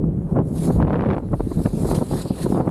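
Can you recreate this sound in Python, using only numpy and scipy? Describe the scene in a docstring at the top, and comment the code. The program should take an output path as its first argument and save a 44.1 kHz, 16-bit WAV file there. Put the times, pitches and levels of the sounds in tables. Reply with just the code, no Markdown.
"""Wind buffets a small microphone under a paraglider, thumping and fluttering on its port throughout.
Short low hums come and go in the first 0.9 s, with a brief high whistle at 0.6 s and a rustle just after.
From 0.8 to 1.2 s the wind turns rough and bright, crowded with sharp pops; later pops are sparser.
From 1.6 s the wing's fabric rustles in patches overhead as it folds and refills, most from 1.9 to 2.5 s.
Wind is shaped noise and random kicks, puffs are single pressure swings, hums are tones, fabric is hiss."""
import sys
import numpy as np
from scipy import signal
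from scipy.fft import rfft, irfft, next_fast_len
from scipy.io import wavfile
from scipy.ndimage import uniform_filter1d, map_coordinates

SR = 44100
rng = np.random.default_rng(int(sys.argv[2]) if len(sys.argv) > 2 else 0)


def voltage_ratio(decibels):
    """Convert decibels (scalar or array-like) to amplitude ratios, 20 dB per decade."""
    exponent = np.asarray(decibels, float) / 20
    return 10 ** exponent


def log_audio(samples):
    """Write samples as a 16-bit WAV file to the path given in sys.argv[1]."""
    # one column per channel
    frames = np.atleast_2d(samples).T
    # limit to full scale, then quantise
    limited = np.clip(frames, -1, 1)
    pcm = np.round(limited * 32767).astype(np.int16)
    wavfile.write(sys.argv[1], SR, pcm)


N = 119070  # length in samples, 2.7 s
CRACK_S = .0015  # spread of one crack, seconds

# How strongly the wind buffets the port.
# Each row: time in seconds, thump level and flutter level in dB, before a fixed trim of each.
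WIND_LEVELS = [(0.06, -19, -72), (0.29, -29.5, -31.5), (0.33, -17.5, -38.5), (0.355, -22, -42),
               (0.37, -19.5, -15.5), (0.42, -16.5, -24.5), (0.43, -21.5, -53), (0.55, -23, -40),
               (0.63, -25.5, -32.5), (0.69, -17.5, -22), (0.73, -21.5, -35), (0.82, -18.5, -24.5),
               (0.99, -22.5, -20.5), (1.12, -19, -23.5), (1.15, -31.5, -19), (1.21, -32.5, -34.5),
               (1.26, -21, -44), (1.29, -31, -55), (1.35, -16.5, -19.5), (1.38, -32.5, -81),
               (1.4, -53, -15.5), (1.43, -24.5, -64), (1.49, -26.5, -52), (1.52, -28, -27),
               (1.54, -26, -63), (1.6, -16.5, -30.5), (1.64, -27, -54), (1.65, -24, -45),
               (1.68, -25.5, -35), (1.69, -37, -41), (1.74, -19.5, -36), (1.92, -22, -24),
               (1.99, -25.5, -27.5), (2.0, -31, -37), (2.02, -20.5, -18.5), (2.06, -34.5, -43),
               (2.14, -17.5, -26), (2.24, -33.5, -38), (2.26, -21, -33), (2.29, -51, -34.5),
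               (2.31, -22.5, -31), (2.33, -26, -49), (2.38, -37, -28), (2.44, -19, -28.5), (2.47, -18, -36),
               (2.49, -30, -31.5), (2.53, -20.5, -38), (2.54, -15.5, -38), (2.57, -20.5, -12.5),
               (2.69, -23.5, -30.5), (2.7, -27.5, -28)]
# How strong the sharp edge of the turbulence is. Each row: time in seconds, level in dB.
EDGE_LEVELS = [(0, -70), (.35, -68), (.37, -52), (.41, -58), (.44, -68), (.66, -66), (.7, -58), (.73, -68),
               (.785, -64), (.81, -47), (.86, -52), (.89, -46), (1.05, -45), (1.14, -45), (1.17, -53),
               (1.2, -70), (1.8, -62), (1.94, -50), (2, -62), (2.5, -66), (2.58, -49), (2.65, -60),
               (2.7, -52)]
# How strong the low rumble is. Each row: time in seconds, level in dB.
RUMBLE_LEVELS = [(.1, -31), (.35, -31), (.46, -40), (.58, -32), (.67, -35), (.8, -24), (.88, -31),
                 (1.1, -33), (1.22, -36), (1.34, -29), (1.66, -29), (1.98, -32), (2.05, -43), (2.14, -33),
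                 (2.35, -38), (2.45, -30), (2.7, -36)]
# Tone colour of the rumble. Each row: frequency in Hz, relative level in dB.
RUMBLE_COLOUR = [(18, -41.5), (27, -23), (40, 0), (60, -2), (100, -5.5), (140, -11), (220, -66)]
# Tone colour of the thump from big eddies. Each row: frequency in Hz, relative level in dB.
THUMP_COLOUR = [(50, -15.5), (90, -6.5), (130, -4.5), (165, -1.5), (230, -7.5), (400, -14.5), (800, -33.5),
                (1600, -62.5)]
# Tone colour of the flutter from smaller eddies. Each row: frequency in Hz, relative level in dB.
FLUTTER_COLOUR = [(120, -2), (250, 1), (400, -0.5), (650, -7), (1000, -12), (1400, -22.5), (2000, -37.5),
                  (3000, -53), (6000, -77.5)]
# Tone colour of the sharp cracks. Each row: frequency in Hz, relative level in dB.
SHARP_COLOUR = [(500, -20), (900, 0), (1300, -1), (1700, -4), (2500, -11), (3500, -19), (4500, -27),
                (6000, -38), (9000, -56)]
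# Tone colour of the steady air noise. Each row: frequency in Hz, relative level in dB.
HUSH_COLOUR = [(600, -2.5), (1200, 11), (2000, -1), (3200, -6.5), (5000, -23.5), (8000, -30)]


def buffeting():
    """Eddies of all sizes share their arrival; the small ones come as sharp kicks, each with a brief crack."""
    thump_db, flutter_db = curves(WIND_LEVELS)
    rumble_db, = curves(RUMBLE_LEVELS)
    edge_db, = curves(EDGE_LEVELS)
    fast = np.tanh(wobble(60))  # shared quick swell and fade, between -1 and 1
    kicks = eddies()

    rumble = voltage_ratio(rumble_db) * lumpy(RUMBLE_COLOUR, 0)
    hush = voltage_ratio(-63) * lumpy(HUSH_COLOUR, .8 * fast)

    big_eddies = voltage_ratio(2.2 * fast) * gliding(lumpy(THUMP_COLOUR, 0))
    low_kicks = unit(colour(kicks * voltage_ratio(fast), THUMP_COLOUR))
    thump = voltage_ratio(thump_db - 1.5) * unit(big_eddies + low_kicks)

    flutter = voltage_ratio(flutter_db - 4.5) * unit(colour(kicks * voltage_ratio(3.9 * fast), FLUTTER_COLOUR))

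    # every kick opens a short bell of noise
    bell = np.exp(-.5 * (np.arange(-300, 301) / SR / CRACK_S) ** 2)
    crack_size = np.convolve(np.abs(kicks) ** 1.6, bell, "same")
    cracks = unit(crack_size * rng.standard_normal(N))
    edge = voltage_ratio(edge_db) * unit(colour(cracks * voltage_ratio(3.5 * fast), SHARP_COLOUR))
    return rumble + hush + thump + flutter + edge


def eddies():
    """Irregular train of pressure kicks, mostly of one sign, over a share of smooth turbulence."""
    per_s, range_db, noise_share = 260, 11, 0.35
    gap, size, sign = rng.random((3, 3000))
    at = np.cumsum((.4 + 1.2 * gap) * SR / per_s).astype(int)
    # the high power makes large kicks rare
    kicks = voltage_ratio(range_db * size ** 5.3) * np.where(sign < .72, 1, -1)
    return unit(np.bincount(at, kicks, N)[:N]) + noise_share * rng.standard_normal(N)


# Size of the big eddies, heard as the centre of the thump. 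Each row: time in seconds, centre in Hz.
THUMP_PITCH_HZ = [(0, 161), (.3, 134.7), (.55, 179.9), (.68, 170), (.8, 104.7), (.95, 144.7), (1.3, 135.1),
                  (1.9, 170), (2.55, 169.8)]


def gliding(x):
    """x played faster or slower, so that the thump follows its pitch."""
    hz, = curves(THUMP_PITCH_HZ)
    normal_hz = 165  # played at normal speed at this pitch
    return map_coordinates(x, [np.cumsum(hz / normal_hz)], mode="mirror")


# Single puffs on the port. Each row: time of the peak in seconds, peak in dB, pitch in Hz,
# spread of the burst of finer eddies in seconds, burst relative to the peak in dB, before its band gains.
PUFF_EVENTS = [(0.042, -5, 184.4, 0.0022, -41.5), (.19, -11, 144, 0.0036, -54),
               (0.325, -15, 170, 0.0036, -41), (0.369, -12, 297, 0.0096, -29),
               (0.706, -14, 250, 0.0042, -25.5), (0.791, -12, 170, 0.0023, -36),
               (.803, -12, 222, 0.0023, -27.5), (0.811, -25, 199, 0.0042, -46),
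               (1.0584, -19, 262, 0.0024, -43), (1.064, -7, 197, 0.0026, -35),
               (1.113, -10, 230, 0.0019, -30), (1.336, -9, 240, 0.0033, -29.5),
               (1.407, -16, 395, 0.0019, -19.5), (1.4726, -10.5, 225, 0.003, -57),
               (1.519, -15, 401.3, 0.0056, -30.5), (1.605, -13, 256, 0.0023, -41),
               (1.6175, -13, 260, 0.0025, -42), (1.66, -6, 171.1, 0.0058, -32.5),
               (1.855, -12, 279.6, 0.0049, -34), (1.915, -8.5, 256, 0.001, -22.5),
               (1.933, -11.5, 281.4, .004, -28.5), (1.981, -7.5, 152.8, 0.0076, -44),
               (2.019, -16.5, 216, 0.0027, -31.5), (2.137, -11, 260.1, 0.0052, -33.5),
               (2.308, -5.5, 185, 0.0035, -41.5), (2.465, -11.5, 279.7, 0.0038, -27.5),
               (2.504, -7, 262, 0.0015, -51), (2.526, -6.5, 262, 0.0037, -34),
               (2.679, -10, 398.6, 0.0036, -27)]
# Sharp pops, single small eddies. 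Each row: time in seconds (the peak is 1.5 ms later),
# peak in dB (the push gets 0.5 dB more), pitch in Hz, crack relative to the listed peak in dB.
POP_EVENTS = [(0.366, -10.5, 503, -44), (0.388, -11, 610, -30), (0.801, -10.5, 592, -33),
              (0.81, -32, 678, -22), (0.825, -13, 730, -15), (0.85, -17, 509.6, -26), (0.88, -14, 576, -26),
              (0.897, -18, 600, -19), (0.905, -11, 620, -24), (0.93, -24.5, 571.4, -7),
              (0.942, -14.5, 940, -24), (0.956, -13, 510, -20), (0.994, -20.5, 1252, -39),
              (1.008, -17.5, 710, -13), (1.021, -22.5, 619, -11), (1.038, -15, 710, -25),
              (1.048, -19, 501, -17), (1.061, -28, 656, -27), (1.102, -17, 730, -14.5),
              (1.11, -22, 505, -7), (1.132, -14.5, 525, -17.5), (1.146, -20, 597.6, -16),
              (1.181, -14.5, 710, -20.5), (1.331, -23, 512.8, -34), (1.34, -17.5, 620, -22.5),
              (1.405, -26, 539.3, -15), (1.659, -14.5, 740, -17.5), (1.673, -16.5, 510, -40),
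              (1.847, -22, 519.7, -37), (1.889, -16, 530, -30), (1.91, -18.5, 540.8, -15),
              (2.012, -15, 519.2, -36), (2.112, -15.5, 497, -39), (2.135, -20, 595, -28),
              (2.546, -14.5, 613, -30), (2.557, -22, 780, -24), (2.575, -11.5, 557.5, -46),
              (2.601, -14, 515, -33), (2.609, -14, 620, -34), (2.691, -17.5, 700, -23)]


def puffs():
    """Each puff is a push of pressure in a burst of finer eddies; pops are quicker pushes with a crack."""
    t = np.arange(N) / SR
    push, fine, crack = np.zeros((3, N))
    for s, db, hz, length, burst_db in PUFF_EVENTS:
        push += voltage_ratio(db) * swing(t - s, hz)
        fine += voltage_ratio(db + burst_db) * np.exp(-.5 * ((t - s) / length) ** 2)
    for s, db, hz, crack_db in POP_EVENTS:
        since_peak = t - s - .0015
        push += voltage_ratio(db + 0.5) * swing(since_peak, hz)
        crack += voltage_ratio(db + crack_db) * np.exp(-.5 * (since_peak / CRACK_S) ** 2)
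    flutter = voltage_ratio(21.0) * fine * lumpy(FLUTTER_COLOUR, 0)
    sharp = (voltage_ratio(-19) * fine + crack) * lumpy(SHARP_COLOUR, 0)
    return push + flutter + sharp


def swing(t, hz):
    """One push of pressure between two shallow dips."""
    u = (np.pi * hz * t) ** 2
    return (1 - 2 * u) * np.exp(-u)


# Eddies shed regularly for a few cycles, a wavering low tone. Each row: time of the middle in seconds,
# peak of the main tone in dB, pitch at the middle in Hz, glide in Hz per second, spread in seconds.
HUM_EVENTS = [(.078, -14, 168.5, -300, 0.0074), (.156, -21, 161, 1, 0.017), (.255, -20.5, 168, -600, .01),
              (.612, -19.5, 164.4, 96, 0.028), (.688, -14, 170.4, 105, 0.021),
              (.76, -18, 105.3, -900, 0.027), (.838, -18, 148.7, 0, 0.015)]


def hums():
    """Short runs of regular shedding: a gliding tone with a weak octave under a bell."""
    out = np.zeros(N)
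    for (s, db, hz, glide, length), start in zip(HUM_EVENTS, rng.random(len(HUM_EVENTS))):
        t = np.arange(N) / SR - s
        cycles = start + hz * t + .5 * glide * t ** 2 + .06 * wobble(40)
        turn = 2 * np.pi * cycles
        bell = np.exp(-.5 * (t / length) ** 2)
        out += voltage_ratio(db) * bell * (np.cos(turn) + 0.22 * np.cos(2 * turn))
    return out


# How strongly the fabric rustles.
# Each row: time in seconds, gain of the whole rustle in dB, extra gain of its lower band in dB.
RUSTLE_LEVELS = [(0.12, -73, -11), (0.33, -64.5, -7), (0.41, -70, -10.5), (0.65, -39.5, -5),
                 (0.69, -51, -6), (0.78, -53.5, -4.5), (0.82, -66, -10), (1.2, -70, -3), (1.63, -48.5, -4),
                 (1.72, -51, -6), (1.92, -42.5, -4), (1.94, -50, -3), (1.95, -38.5, -1.5),
                 (2.02, -52, -5.5), (2.22, -43, 0), (2.25, -51, -3), (2.29, -47.5, -1), (2.32, -54, -1.5),
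                 (2.43, -42, 0), (2.43, -38, -1.5), (2.47, -50, -3.5), (2.52, -47, -6.5), (2.63, -60, -3),
                 (2.7, -57, -9)]
# Tone colour of the bright rustle. Each row: frequency in Hz, relative level in dB.
BRIGHT_COLOUR = [(3240, -37.5), (5500, -9), (5920, -11), (6430, -8), (7910, -5), (9780, -1.5), (10800, -1),
                 (12500, -10.5), (15500, -22)]
# Tone colour of the lower rustle. Each row: frequency in Hz, relative level in dB.
LOWER_COLOUR = [(1000, 5), (1800, -0.5), (2500, -1.5), (3200, -3.5), (4000, 4), (5000, -1.5), (6000, -18.5),
                (7500, -63)]


def fabric():
    """Dense rustle of the wing: two bands of noise made patchy in time and pitch."""
    level_db, low_db = curves(RUSTLE_LEVELS)
    crinkle = 1.16 * wobble(29.35) + 0.91 * wobble(150)  # dB
    rustle = lumpy(BRIGHT_COLOUR, crinkle) + voltage_ratio(low_db) * lumpy(LOWER_COLOUR, crinkle)
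    # random patches, smoothed over frequency and then over time
    spectrum = signal.stft(rustle, nperseg=512)[2]
    patches = uniform_filter1d(rng.standard_normal(spectrum.shape), size=7, axis=0)
    patches = uniform_filter1d(patches, size=9, axis=1)
    rustle = signal.istft(spectrum * voltage_ratio(2.47 * unit(patches)), nperseg=512)[1][:N]
    return voltage_ratio(level_db) * rustle


def whistle():
    """One brief, high, steady tone that swells and fades under a bell."""
    middle_s, hz, db, spread_s = .605, 8980, -47, .01
    t = np.arange(N) / SR - middle_s
    return voltage_ratio(db) * np.exp(-.5 * (t / spread_s) ** 2) * np.sin(2 * np.pi * hz * t)


def unit(x):
    """Scaled to rms 1."""
    return x / np.sqrt(np.mean(x ** 2) + 1e-20)


def curves(rows):
    """One value per sample for each column after the time, corners rounded."""
    s, *cols = np.transpose(rows)
    t = np.arange(N) / SR
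    return [uniform_filter1d(np.interp(t, s, c), size=180) for c in cols]


def wobble(rate):
    """A smooth random curve, rate knots a second."""
    return map_coordinates(rng.standard_normal(1000), [np.arange(N) * rate / SR], mode="wrap")


def colour(x, points):
    """x filtered by (Hz, dB) points on a log axis, nearly silent outside them."""
    m = next_fast_len(N + 8192)
    f, db = np.transpose(points)
    bins = np.log(np.fft.rfftfreq(m, 1 / SR) + 1)
    gain = voltage_ratio(np.interp(bins, np.log(f + 1), db, left=-120, right=-120))
    return irfft(rfft(x, m) * gain, m)[:N]


def lumpy(points, lumps_db):
    """Noise that swells by lumps_db, coloured, rms 1."""
    return unit(colour(rng.standard_normal(N) * voltage_ratio(lumps_db), points))


def scene():
    """Wind on the port and the wing overhead, as one channel."""
    return (buffeting() + puffs() + hums() + fabric() + whistle())[None]


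def top_cut(x):
    """Nothing passes above the cut-off."""
    return signal.sosfilt(signal.butter(12, 15630, fs=SR, output="sos"), x)


def record(dry):
    """The small microphone rounds off the strongest blows."""
    top, hard = .62, 3.5  # ceiling of the waveform (full scale is 1), sharpness of the bend
    mix = dry / (1 + np.abs(dry / top) ** hard) ** (1 / hard)
    return top_cut(mix)


dry = scene()
out = record(dry)
log_audio(out)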